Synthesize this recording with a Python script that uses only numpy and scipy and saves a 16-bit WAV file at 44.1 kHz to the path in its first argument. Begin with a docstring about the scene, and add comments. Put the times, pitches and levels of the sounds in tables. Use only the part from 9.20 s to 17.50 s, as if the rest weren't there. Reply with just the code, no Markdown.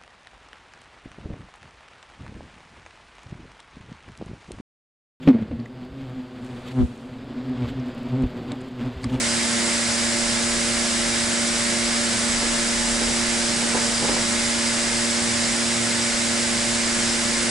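"""A hard-walled workshop booth, heard on a stereo pair amid steadily running ventilation fans.
Air hisses through the filter grilles and booms in the ducts, over the hum of the chopping blades
and a few thin motor whines. Midway someone rummages on the bench: a sleeve rustles along
a plastic tray and things bump dully in it, each bump ringing briefly off the walls."""
import sys
import numpy as np
from scipy import signal
from scipy.fft import rfft, irfft
from scipy.io import wavfile

SR = 44100
rng = np.random.default_rng(int(sys.argv[2]) if len(sys.argv) > 2 else 0)


def persist_wave(psi):
    """Save psi, clipped to +-1, as 16-bit WAV."""
    counts = np.round(np.clip(psi, -1, 1) * 32767).astype(np.int16)
    wavfile.write(sys.argv[1], SR, np.atleast_2d(counts).T)


N = 366030
TIME, BINS = np.arange(N) / SR, np.fft.rfftfreq(N, 1 / SR)


def airflow(crossover_hz=60):
    """Turbulent air, coloured by the ducts; the deep boom surges while the hiss barely stirs."""
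    # rushing air: (frequency [Hz], density [dB per Hz])
    air = [(10, -67), (28, -70), (52, -69), (70, -66), (150, -65), (250, -64.5), (400, -65.5), (700, -64),
           (1050, -65), (3200, -65), (6200, -65), (8600, -65), (9800, -67.5), (11000, -76)]
    # duct resonances: (frequency [Hz], width [Hz], peak density [dB per Hz])
    ducts = [(40, 3.9, -54), (69.7, 5, -62), (86, 6.1, -59.5), (119.6, 4.6, -61.5), (206.3, 3.2, -51),
             (1634, 260, -63.5)]
    # surges of the boom: (time [s], relative level [dB])
    surges = [(0.3, -51), (0.75, -50), (0.88, -44.5), (3.0, -47), (3.07, -42), (5.72, -45.5), (6.76, -55),
              (6.9, -47), (8.0, -46)]
    power = gain_of(spectrum(air)) ** 2 + sum(resonance(*row) ** 2 for row in ducts)
    density = np.sqrt(power) * standing_waves(spacing_hz=11, depth_db=2.5)
    deep_share = 1 / (1 + (BINS / crossover_hz) ** 8)
    boom = noise_pair(density * np.sqrt(deep_share)) * swell(surges)
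    hiss = noise_pair(density * np.sqrt(1 - deep_share)) * gain_of(0.12 * drift(rate_hz=2.4))
    return boom + hiss


def fan_hum(shaft_hz=29.25):
    """Four blades chop the air at multiples of the shaft speed; uneven inflow makes each tone flutter."""
    # fan tones: (shaft multiple, level [dB], right over left [dB], left lead [rad], flutter [share])
    tones = [(4, -46, -1, 0.52, 0.31), (8, -29.5, 3.5, 0.63, 0.095), (12, -39, 2, 0.7, 0.24),
             (16, -47, -3, 0.33, 0.2), (19, -54, 3, -0.16, 0.33), (20, -39, 1.5, -0.41, 0.16),
             (23, -51, 1, 0.15, 0.33), (24, -55.5, 0, -0.065, 1)]
    turns = np.cumsum(shaft_hz * (1 + 0.00028 * drift(rate_hz=0.35))) / SR
    out = np.zeros((2, N))
    for multiple, db, right_db, lead, flutter in tones:
        phasor = np.exp(2j * np.pi * (round(multiple) * turns + rng.random()))
        phasor *= 1 + flutter * (drift(rate_hz=8.7) + 1j * drift(rate_hz=2.4)) / np.sqrt(2)
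        mics = np.array([[gain_of(-right_db / 2)], [gain_of(right_db / 2) * np.exp(-1j * lead)]])
        out += np.sqrt(2) * gain_of(db) * (mics * phasor).real
    return out


def tray_bumps():
    """Each soft blow sets the tray's short modes ringing together, centred between the microphones."""
    # blows: (time [s], peak level [dB], brightness [dB per octave])
    blows = [(3.223, -20, -2), (3.812, -19, -2), (4.422, -25, -1), (4.546, -14.5, 2), (4.571, -20, 9),
             (4.822, -18, -1.5), (4.844, -20, 5), (4.886, -14.5, 0), (4.936, -22, 3), (4.963, -20.5, 5)]
    # modes of the plastic tray: (frequency [Hz], relative level [dB], t60 [s])
    modes = [(180, -3, 0.045), (294, 1, 0.05), (408, 5, 0.032), (494, 3.5, 0.042), (584, 4.5, 0.029),
             (690, 7, 0.022), (870, 4.5, .03), (968, -0.5, 0.032), (1610, -2, .02)]
    t, out = np.arange(SR // 4) / SR, np.zeros(N)
    for start, db, tilt_db in blows:
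        ring = np.zeros(len(t))
        for hz, mode_db, t60 in modes:
            decay = gain_of(mode_db + tilt_db * np.log2(hz / 500) - 60 * t / t60)
            detuned_hz = hz * (1 + 0.029 * rng.standard_normal())
            ring += decay * np.sin(2 * np.pi * detuned_hz * t)
        ring *= 1 - np.exp(-t / 0.0053)  # a soft contact takes a moment to build
        add(out, start, gain_of(db) * ring / abs(ring).max())
    return out


def sleeve_rustle():
    """Cloth catches and slips during each stroke, so the rubbing comes in small clumps."""
    # colour of the rubbing: (frequency [Hz], relative density [dB])
    colour = [(40, -35), (170, 1), (560, -3), (720, -7), (920, -10), (1300, -5.5), (3000, -35),
              (10000, -37)]
    # strokes along the tray: (start [s], length [s], level [dB])
    strokes = [(3.8, .12, -36), (4.393, 0.3, -36.5), (4.82, .16, -31.5)]
    clumps = gain_of(1.4 * np.tanh(drift(rate_hz=45)))
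    pressure = sum(gain_of(db) * stroke(start, length) for start, length, db in strokes)
    return unit_rms(noise_pair(gain_of(spectrum(colour))) * clumps) * pressure


def stroke(start, length, attack_s=0.025, release_s=0.04):
    """A stroke builds up, holds while the arm moves and dies away."""
    attack = np.clip((TIME - start) / attack_s, 0, 1)
    return attack * np.exp(-np.maximum(TIME - start - length, 0) / release_s)


def grilles():
    """Each filter grille sings breathily and swells by itself in the turbulent stream."""
    # grille resonances: (frequency [Hz], width [Hz], peak density [dB per Hz])
    bands = [(2074, 280, -62.5), (4870, 490, -65), (5460, 83, -70.5), (7380, 800, -69), (7840, 430, -69.5)]
    air = rfft(noise_pair(standing_waves(spacing_hz=16, depth_db=3.5)))
    return sum(irfft(air * resonance(*row), N) * unit_rms(gain_of(drift(rate_hz=8.4))) for row in bands)


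def eddy_whistles(eddies_per_s=1.4, eddy_s=0.25, level_db=-41.5, spread_db=6):
    """Eddies pass at random; each sharpens one grille's hiss into a faint short whistle."""
    # whistling grilles: (frequency [Hz])
    pitches = [4840, 7800]
    out = np.zeros(N)
    for hz in pitches:
        tone = unit_rms(irfft(rfft(rng.standard_normal(N)) * resonance(hz, width_hz=100, db=0), N))
        arrivals = rng.random(N) < eddies_per_s / len(pitches) / SR
        strength = gain_of(level_db + spread_db * rng.uniform(-1, 1, N))
        out += tone * signal.oaconvolve(arrivals * strength, np.hanning(round(eddy_s * SR)), "same")
    return out


def motor_whine():
    """Faint high tones of the motors fade in and out in the moving air."""
    # whines: (frequency [Hz], level [dB])
    whines = [(1669, -54), (2135, -49), (2340, -57), (3481, -54.5), (5440, -56), (7586, -53), (9709, -70),
              (9826, -55)]
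    out = np.zeros(N)
    for hz, db in whines:
        phase = 2 * np.pi * hz * TIME + drift(rate_hz=3.7)
        out += gain_of(db) * unit_rms((1 + 0.5 * drift(rate_hz=3.7)) * np.sin(phase))
    return out


def booth_echo(x):
    """Dense reflections off the walls, different at each microphone, the treble dying first."""
    # ring of the booth: (frequency [Hz], t60 [s])
    ring_times = [(150, 0.33), (1000, .3), (8000, 0.15)]
    hz, t, noise = signal.stft(rng.standard_normal((2, SR // 2)), SR, nperseg=256)
    decay = gain_of(-60 * t / spectrum(ring_times, hz)[:, None])
    tail = signal.istft(noise * decay, SR, nperseg=256)[1]
    return signal.fftconvolve(x[None], tail / np.linalg.norm(tail[0]), axes=1)[:, :N]


def standing_waves(spacing_hz, depth_db):
    """The booth's crowded modes lay a fine, unmoving ripple on the spectrum of steady noise."""
    knots = np.arange(0, SR / 2, spacing_hz)
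    ripple = np.interp(BINS, knots, rng.standard_normal(N)[:len(knots)])
    return gain_of(depth_db * ripple * BINS / (BINS + 200))


def noise_pair(density):
    """Noise of the given amplitude per root Hz, partly alike at two microphones in a diffuse room."""
    # likeness of the two sides: (frequency [Hz], coherence [0-1])
    coherence = [(40, 1), (230, 0.92), (450, 0.7), (1000, 0.47), (2100, 0.57), (2900, 0.6), (5000, .73),
                 (10000, .8)]
    # balance: (frequency [Hz], left over right [dB])
    balance = [(50, 0.5), (220, -3.5), (1100, -2.5), (2100, -0.7), (3500, -1.3), (6000, -0.6), (10000, .2)]
    # arrival at the pair: (frequency [Hz], left lead [rad])
    lead = [(30, 0), (150, 0.63), (400, 0.89), (700, 0.024), (3800, -0.48), (7700, -0.093), (10000, -0.09)]
    left, other = rfft(rng.standard_normal((2, N))) * np.sqrt(SR / 2)
    same = np.clip(spectrum(coherence), 0, 1)
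    right = (same * left + np.sqrt(1 - same ** 2) * other) * np.exp(-1j * spectrum(lead))
    lean = gain_of(spectrum(balance) / 2)
    return irfft(np.array([left * lean, right / lean]) * density, N)


def resonance(hz, width_hz, db):
    """Amplitude per root Hz of noise that passes one resonance twice."""
    return gain_of(db) / (1 + ((BINS - hz) / width_hz) ** 2)


def drift(rate_hz):
    """A random wander of rms 1, no faster than about the given rate."""
    coarse = TIME[::64]
    hz = np.fft.rfftfreq(len(coarse), coarse[1])
    slow = irfft(rfft(rng.standard_normal(len(coarse))) * np.exp(-(hz / rate_hz) ** 2), len(coarse))
    return unit_rms(np.interp(TIME, coarse, slow))


def swell(points):
    """A level curve over time as a gain of rms 1."""
    return unit_rms(gain_of(np.interp(TIME, *np.transpose(points))))


def spectrum(points, hz=BINS):
    """A table joined by lines on a log-frequency axis."""
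    knots, values = np.transpose(points)
    return np.interp(np.log(hz + 1), np.log(knots + 1), values)


def gain_of(db):
    """Decibels to a factor."""
    return 10 ** (np.asarray(db) / 20)


def unit_rms(x):
    """The same signal at rms 1."""
    return x / np.sqrt(np.mean(x ** 2) + 1e-20)


def add(mix, start_s, sound):
    """Mixes a sound in, starting at a time."""
    part = mix[round(start_s * SR):][:len(sound)]
    part += sound[:len(part)]


def scene():
    """The fans fill the booth around the microphones; the rummaging sits just above them in level."""
    bumps = tray_bumps()
    fans = airflow() + grilles() + eddy_whistles() + fan_hum() + motor_whine()
    echo = gain_of(-7) * booth_echo(bumps)
    return fans + sleeve_rustle() + bumps + echo


def record(dry, cutoff_hz=11120):
    """The recorder cuts the top treble steeply on both channels."""
    taps = signal.firwin(1023, cutoff_hz, window=("kaiser", 9), fs=SR)
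    return signal.oaconvolve(dry, taps[None], "same", axes=1)


dry = scene()
out = record(dry)
persist_wave(out)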